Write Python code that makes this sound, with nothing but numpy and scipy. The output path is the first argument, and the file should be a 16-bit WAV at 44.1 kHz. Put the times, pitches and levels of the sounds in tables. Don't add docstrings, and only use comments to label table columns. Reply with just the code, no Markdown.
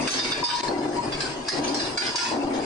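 import sys
import numpy as np
from scipy import signal
from scipy.fft import rfft, irfft, next_fast_len
from scipy.io import wavfile
from scipy.ndimage import uniform_filter1d, minimum_filter1d, map_coordinates

SR = 44100
rng = np.random.default_rng(int(sys.argv[2]) if len(sys.argv) > 2 else 0)


def file_out(sig):
    cols = np.atleast_2d(sig).T
    lim = np.clip(cols, -1, 1)
    pcm = np.round(lim * 32767).astype(np.int16)
    wavfile.write(sys.argv[1], SR, pcm)


N = 116865

# frequency in Hz, relative level in dB per Hz.
DRONE_COLOUR = [(25, -4), (45, -5), (85, -6.5), (112, -7), (145, 2.5), (190, -6.5), (240, 6), (330, 9),
                (480, 2), (750, 2), (1100, -1.5), (1500, -15), (3000, -30.5), (6000, -56)]
# frequency in Hz, level in dB.
DRIVE_LINES = [(112, -54.5), (140, -55), (283, -57.5), (361, -56), (748, -57), (960, -47), (2783, -57)]
# frequency in Hz, relative level in dB per Hz.
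HALL_COLOUR = [(500, -37.5), (1500, 10.5), (2600, 11), (3400, 5.5), (4300, 5), (4850, 9.5), (5600, 3.5),
               (7000, 0.5), (9700, -4.5)]
# time in seconds, gain in dB.
SWELL_CURVE = [(0, 7), (.45, 2), (0.849, 7), (1.151, 2.5), (1.322, 2), (1.44, -1.5), (1.652, 12.5),
               (1.95, 2), (2.298, -0.5), (2.65, 2)]
# start in seconds, level in dB, hold in seconds, pitch of the frame in Hz.
ROLL_STROKES = [(-.15, -31.5, 0.33, 260), (0.688, -23, 0.23, 300.9), (1.029, -30, 0.047, 350),
                (1.511, -24, 0.26, 288.3), (2.003, -32, 0.03, 423), (2.309, -27, 0.29, 282)]
# frequency in Hz, relative level in dB per Hz.
RUMBLE_COLOUR = [(100, -37.5), (190, -23), (230, -6.5), (350, -3.5), (490, -11), (620, -9), (790, -6),
                 (1050, -22), (1400, -23), (3000, -59)]
# start in seconds, crash level in dB, ring level in dB, treble tilt in dB,
# rise in seconds, main pitch of the piece in Hz, its second mode in Hz.
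LANDINGS = [(0, -33.5, -25, 12, 0.036, 4850, 6000), (0.0759, -13, -19, 5.5, 0.0005, 4700, 1493),
            (0.102, -32, -16, -5, .005, 6130, 5570), (.135, -22.5, -21, -9, 0.0069, 4640, 4336),
            (.163, -36.5, -23, 12.5, 0.008, 5400, 5270), (.191, -25.5, -17, -8.5, 0.0021, 4820, 3649),
            (.241, -26.5, -32, -5, .008, 4340, 3652), (0.289, -35.5, -35, 17, 0.028, 4470, 2621),
            (0.316, -22.5, -20, -11.5, 0.0087, 4785, 3641), (.435, -17, -6.5, 4, 0.019, 4847, 3649),
            (.483, -21, -22, -7, 0.011, 4791, 3655), (0.542, -21.5, -21, 1.5, 0.024, 4160, 5062),
            (0.678, -54.5, -29, -11.5, 0.0085, 4270, 2600), (.776, -48, -34, 4, 0.0093, 4950, 4800),
            (1.117, -30.5, -31, -4, 0.011, 4740, 4793), (1.198, -25.5, -29, 0.5, .012, 4769, 4901),
            (1.244, -35, -30, 0, 0.016, 4780, 1507), (1.462, -41, -29.5, 0.5, 0.024, 4766, 4620),
            (1.485, -16.5, -15, 3.5, 0.0011, 4880, 5307), (1.513, -27.5, -24.5, 0, 0.013, 5213, 5307),
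            (1.634, -26.5, -22.5, -1, 0.013, 6140, 2312), (1.677, -31, -24, 0, 0.0036, 4770, 4993),
            (1.742, -23.5, -20.5, 10, 0.0044, 5330, 4850), (1.785, -29.5, -19, -2.5, 0.022, 4860, 3924),
            (1.85, -37, -34.5, -1.5, 0.0075, 5110, 2600), (1.972, -20, -14.5, 1.5, .01, 4800, 4137),
            (2.015, -26, -28.5, -14.5, 0.0091, 2456, 1660), (2.059, -29, -25.5, -2.5, 0.018, 4980, 4783),
            (2.156, -16.5, -15, 8, 0.0051, 4720, 5547), (2.178, -18.5, -23, -2, 0.0067, 4680, 4710),
            (2.209, -31, -23, -10, 0.0076, 4960, 5170), (2.25, -28.5, -41, -3, 0.0029, 4380, 5649),
            (2.529, -33.5, -38, -4, 0.013, 4830, 3650)]
# frequency in Hz, relative level in dB per Hz.
CRASH_COLOUR = [(80, -50), (250, -51.5), (700, -4.5), (1100, -2), (1700, 4.5), (2100, 0), (2550, 3),
                (3050, -1), (3700, 2.5), (4400, 2.5), (5300, 0), (6300, -1), (7200, -9.5), (9700, -13)]
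# frequency in Hz, relative gain in dB.
CRACK_COLOUR = [(600, 11.5), (1500, 4.5), (2600, -9), (5000, 1.5)]
# frequency in Hz, relative level in dB.
CHUTE_MODES = [(1663, 9), (1790, -1), (2330, 4), (2460, -4.5), (2600, -0.5), (2783, 4.5), (3460, 0),
               (3651, 3.5), (4120, 10), (4419, 9.5), (5307, 4.5), (5546, -7), (5892, -1.5), (6654, -7)]
# ratio to its main pitch, relative level in dB.
PIECE_MODES = [(.978, -12), (1, 0), (1.021, -12), (1.04, -10), (1.1, -15)]
# start in seconds, level in dB, pitch in Hz.
WALL_BANGS = [(.076, -11, 1450), (1.4855, -19, 1790)]
# start in seconds, level in dB.
GEARBOX_THUMPS = [(0.371, -52), (0.675, -36.5), (.985, -30), (1.069, -32), (1.141, -34.5), (1.588, -33),
                  (1.691, -33), (1.819, -37), (2.372, -38), (2.44, -31)]
# frequency in Hz, relative level in dB per Hz.
THUMP_COLOUR = [(25, -2), (70, -10.5), (130, 3.5), (180, -0.5), (300, -0.5), (800, -51)]
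# start in seconds, level in dB, attack in seconds,
# T60 in seconds, chatter from 0 to 1.
TOLL_STRIKES = [(.427, -24, 0.0022, 2.01, 0.47), (.53, -22.5, 0.029, 0.15, 1),
                (0.634, -30.5, 0.009, 0.39, 1), (0.959, -21.5, 0.041, 0.16, 0.25),
                (2.1459, -27.5, 0.0016, 0.29, .2), (2.205, -24, 0.0052, 0.81, 1)]
# frequency in Hz, relative level in dB.
CHATTER_MODES = [(897, -7), (950, 2.5), (972, 6.5), (1015, 1.5), (1080, -10.5)]
# frequency in Hz, coherence.
COHERENCE = [(50, 0.94), (130, 0.99), (280, 0.9), (550, 0.64), (1100, 0.09), (2300, 0.013), (4800, 0.31),
             (9000, .05)]
# frequency in Hz, left over right in dB.
STEREO_BALANCE = [(50, -1.5), (140, 3), (350, 2.5), (700, 3), (1000, 5), (1600, 6), (2600, 0.5), (3700, -2),
                  (4800, -6), (5600, 2.5), (6500, -1.5), (8000, 12.5), (9500, 11)]

DRONE_DB, HALL_DB = -35.5, -40.5
SURGE_DB, HALL_PATCHY_DB = 1.3, 5.5
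STROKE_ATTACK_S, STROKE_T60_S = 0.0055, 0.34
FRAME_DB, FRAME_UPPER_DB, FRAME_UPPER_HZ = -2, -7.5, 361
FRAME_BUILD_S, FRAME_WANDER_RAD = 0.083, .9
CRACK_DB, CRACK_T60_S, CRASH_T60_S = 2, 0.047, 0.35
CHUTE_DB, CHUTE_T60_S = -12, 0.47
PIECE_T60_S, SECOND_MODE_DB, PIECE_ECHO_DB = .22, -4, -4
ECHO_DB, ECHO_T60_S = -7, 0.57
RATTLE_DB, CLATTER_PATCHY_DB = 1.1, 3.8
UNEVEN_DB, UNEVEN_SPACING_HZ = 4, 130
PARTIAL_SPACING_HZ, PARTIAL_SHARE = 90, .75
MODE_WIDTH_HZ, MODE_SCATTER_DB, DETUNE_RATIO = 30, 2.5, .001
SLAM_T60_S, SLAM_WIDTH_HZ = 0.057, 170
THUMP_RISE_S = 0.0086
TOLL_HZ, TOLL_WANDER_RAD, FLUTTER_DB = 961, .55, 2.3
LEFT_LEAD_S = 0.00018
LIMIT_DB, GAIN_ATTACK_S, RECOVER_DB_PER_S = -24, 0.0018, 159.5
SETTLE_S, OVERSHOOT_DB = .006, 1.8
DIP_START_S, DIP_END_S, DIP_DB = .612, .631, -12.5
TOP_HZ = 9800


def amp(db):
    return 10 ** (np.asarray(db) / 20)


def unit(x):
    return x / np.sqrt(np.mean(x ** 2) + 1e-20)


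def along(points, hz):
    f, v = np.transpose(points)
    return np.interp(np.log(hz + 1), np.log(f + 1), v)


def since(start):
    return np.maximum(np.arange(N) / SR - start, 0)


def fade(t, t60):
    return np.exp(-np.log(1000) * t / t60)


def chance(position):
    return map_coordinates(rng.standard_normal(2048), [position], mode="wrap")


def wobble(rate):
    return chance(np.arange(N) * rate / SR)


def filtered(x, response):
    m = next_fast_len(N + 8192)
    hz = np.fft.rfftfreq(m, 1 / SR)
    return irfft(rfft(x, m) * response(hz), m)[..., :N]


def diffuse(response, size=N):
    m = next_fast_len(size, real=True)
    hz = np.fft.rfftfreq(m, 1 / SR)
    turn = np.arccos(np.clip(along(COHERENCE, hz), -1, 1)) / 2
    spectra = rfft(rng.standard_normal((2, m))) * response(hz)
    mid, side = irfft(spectra * [np.cos(turn), np.sin(turn)], m)[:, :size]
    return unit(np.array([mid + side, mid - side]))


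def rush(spectrum):
    return diffuse(lambda hz: amp(along(spectrum, hz)))


def resonances(modes, width_hz, size=N):
    def peaks(hz):
        return sum(amp(db) / (1 + ((hz - f) / width_hz) ** 2) for f, db in modes)
    return diffuse(peaks, size)


def tone(hz, wander):
    drift = wander * wobble(25.03) + 0.21 * np.array([wobble(6.8), wobble(25)])
    return unit(amp(FLUTTER_DB * wobble(40)) * np.sin(2 * np.pi * hz * since(0) + drift))


def patchy(x, depth_db):
    z = signal.stft(x, nperseg=512)[2]
    field = rng.standard_normal(z.shape[1:])
    field = uniform_filter1d(field, size=2, axis=0)
    field = uniform_filter1d(field, size=10, axis=1)
    return unit(signal.istft(z * amp(depth_db * unit(field)), nperseg=512)[1][:, :N])


def drive():
    drone = amp(DRONE_DB + SURGE_DB * wobble(15)) * rush(DRONE_COLOUR)
    hum_level = np.linalg.norm([amp(db) for hz, db in DRIVE_LINES])
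    hum = hum_level * resonances(DRIVE_LINES, width_hz=2.4)
    hall = amp(HALL_DB + 0.16 * wobble(71)) * patchy(rush(HALL_COLOUR), HALL_PATCHY_DB)
    swell = amp(np.interp(since(0), *np.transpose(SWELL_CURVE)))
    return swell * (drone + hum + hall)


def rolls():
    out = np.zeros((2, N))
    for start, db, hold, hz in ROLL_STROKES:
        upper = amp(FRAME_UPPER_DB) * tone(FRAME_UPPER_HZ, FRAME_WANDER_RAD)
        frame = tone(hz, FRAME_WANDER_RAD) + upper
        frame *= np.minimum(since(start) / FRAME_BUILD_S, 1)
        attack = np.minimum(since(start) / STROKE_ATTACK_S, 1)
        shape = attack * fade(since(start + hold), STROKE_T60_S)
        level = amp(db + SURGE_DB * wobble(90))
        out += level * shape * (rush(RUMBLE_COLOUR) + amp(FRAME_DB) * frame)
    return out


def ring(modes, t):
    out = np.zeros((2, len(t)))
    for hz, db in modes:
        phase = rng.uniform(0, 2 * np.pi) + rng.normal(0, 0.96, (2, 1))
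        level = amp(db + rng.normal(0, MODE_SCATTER_DB))
        out += level * np.sin(2 * np.pi * hz * rng.normal(1, DETUNE_RATIO) * t + phase)
    return unit(out)


def plate(colour, size):
    def scattered(hz):
        return colour(hz) * (rng.random(len(hz)) < hz[1] / PARTIAL_SPACING_HZ)
    partials = diffuse(scattered, size)
    return np.sqrt(PARTIAL_SHARE) * partials + np.sqrt(1 - PARTIAL_SHARE) * diffuse(colour, size)


def clanks():
    out = np.zeros((2, 2, N + SR))
    size = 24000
    t = np.arange(size) / SR
    echo = amp(ECHO_DB) * fade(t, ECHO_T60_S)
    crash_decay = np.hypot(fade(t, CRASH_T60_S), echo)
    for start, crash_db, ring_db, bright_db, rise, pitch, second_hz in LANDINGS:
        def colour(hz):
            tilt_db = along([(3500, 0), (6500, bright_db)], hz)
            bumps_db = UNEVEN_DB * chance(hz / UNEVEN_SPACING_HZ)
            return amp(along(CRASH_COLOUR, hz) + tilt_db + bumps_db)

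        crack = diffuse(lambda hz: colour(hz) * amp(along(CRACK_COLOUR, hz)), size)[0]
        crack = amp(CRACK_DB) * fade(t, CRACK_T60_S) * crack
        crash = crash_decay * amp(RATTLE_DB * chance(170 * t)) * plate(colour, size)
        chute = amp(CHUTE_DB) * fade(t, CHUTE_T60_S) * ring(CHUTE_MODES, t)
        modes = [(ratio * pitch, db) for ratio, db in PIECE_MODES] + [(second_hz, SECOND_MODE_DB)]
        piece = fade(t, PIECE_T60_S) * ring(modes, t)
        piece += amp(PIECE_ECHO_DB) * echo * resonances(modes, MODE_WIDTH_HZ, size)

        blow = amp(crash_db) * crack + amp(ring_db) * piece
        clatter = amp(crash_db) * (crash + chute)
        onset = np.sin(np.pi / 2 * np.minimum(t / rise, 1)) ** 2
        first = max(round(start * SR), 0)
        out[..., first:first + size] += onset * np.array([blow, clatter])
    blows, clatter = out[..., :N]
    return blows + np.std(clatter) * patchy(clatter, CLATTER_PATCHY_DB)


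def slams():
    out = np.zeros(N)
    for start, db, hz in WALL_BANGS:
        shape = (since(start) > 0) * fade(since(start), SLAM_T60_S)
        out += amp(db) * shape * resonances([(hz, 0)], SLAM_WIDTH_HZ)[0]
    return out


def gearbox():
    envelope = np.zeros(N)
    for start, db in GEARBOX_THUMPS:
        u = since(start) / THUMP_RISE_S
        envelope += amp(db) * u * np.exp(1 - u)
    return envelope * rush(THUMP_COLOUR)


def tolls():
    out = np.zeros((2, N))
    for start, db, attack, t60, chatter in TOLL_STRIKES:
        note = np.sqrt(1 - chatter) * tone(TOLL_HZ, TOLL_WANDER_RAD)
        blur = np.sqrt(chatter) * resonances(CHATTER_MODES, MODE_WIDTH_HZ)
        shape = np.minimum(since(start) / attack, 1) * fade(since(start + attack), t60)
        out += amp(db) * shape * (note + blur)
    return out


def scene():
    mill = drive() + rolls() + gearbox()
    mill = filtered(mill, lambda hz: np.exp(np.outer([1j, -1j], np.pi * hz * LEFT_LEAD_S)))
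    mix = mill + clanks() + slams() + tolls()
    return filtered(mix, lambda hz: amp(np.outer([.5, -.5], along(STEREO_BALANCE, hz))))


def record(dry):
    t = since(0)
    pole = np.exp(-1 / (GAIN_ATTACK_S * SR))
    power = signal.lfilter([1 - pole], [1, -pole], np.mean(dry ** 2, axis=0))
    over_db = np.maximum(10 * np.log10(power + 1e-12) - LIMIT_DB, 0)
    recovered_db = RECOVER_DB_PER_S * t
    cut_db = np.maximum.accumulate(over_db + recovered_db) - recovered_db
    lag = np.exp(-1 / (SETTLE_S * SR))
    settled_db = signal.lfilter([1 - lag], [1, -lag], cut_db)
    cut_db = np.maximum(settled_db, cut_db - OVERSHOOT_DB)
    gain_db = uniform_filter1d(minimum_filter1d(-cut_db, size=100), size=100)
    dip = uniform_filter1d(1. * ((t > DIP_START_S) & (t < DIP_END_S)), size=60)
    return filtered(dry * amp(gain_db + DIP_DB * dip), lambda hz: hz < TOP_HZ)


dry = scene()
out = record(dry)
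file_out(out)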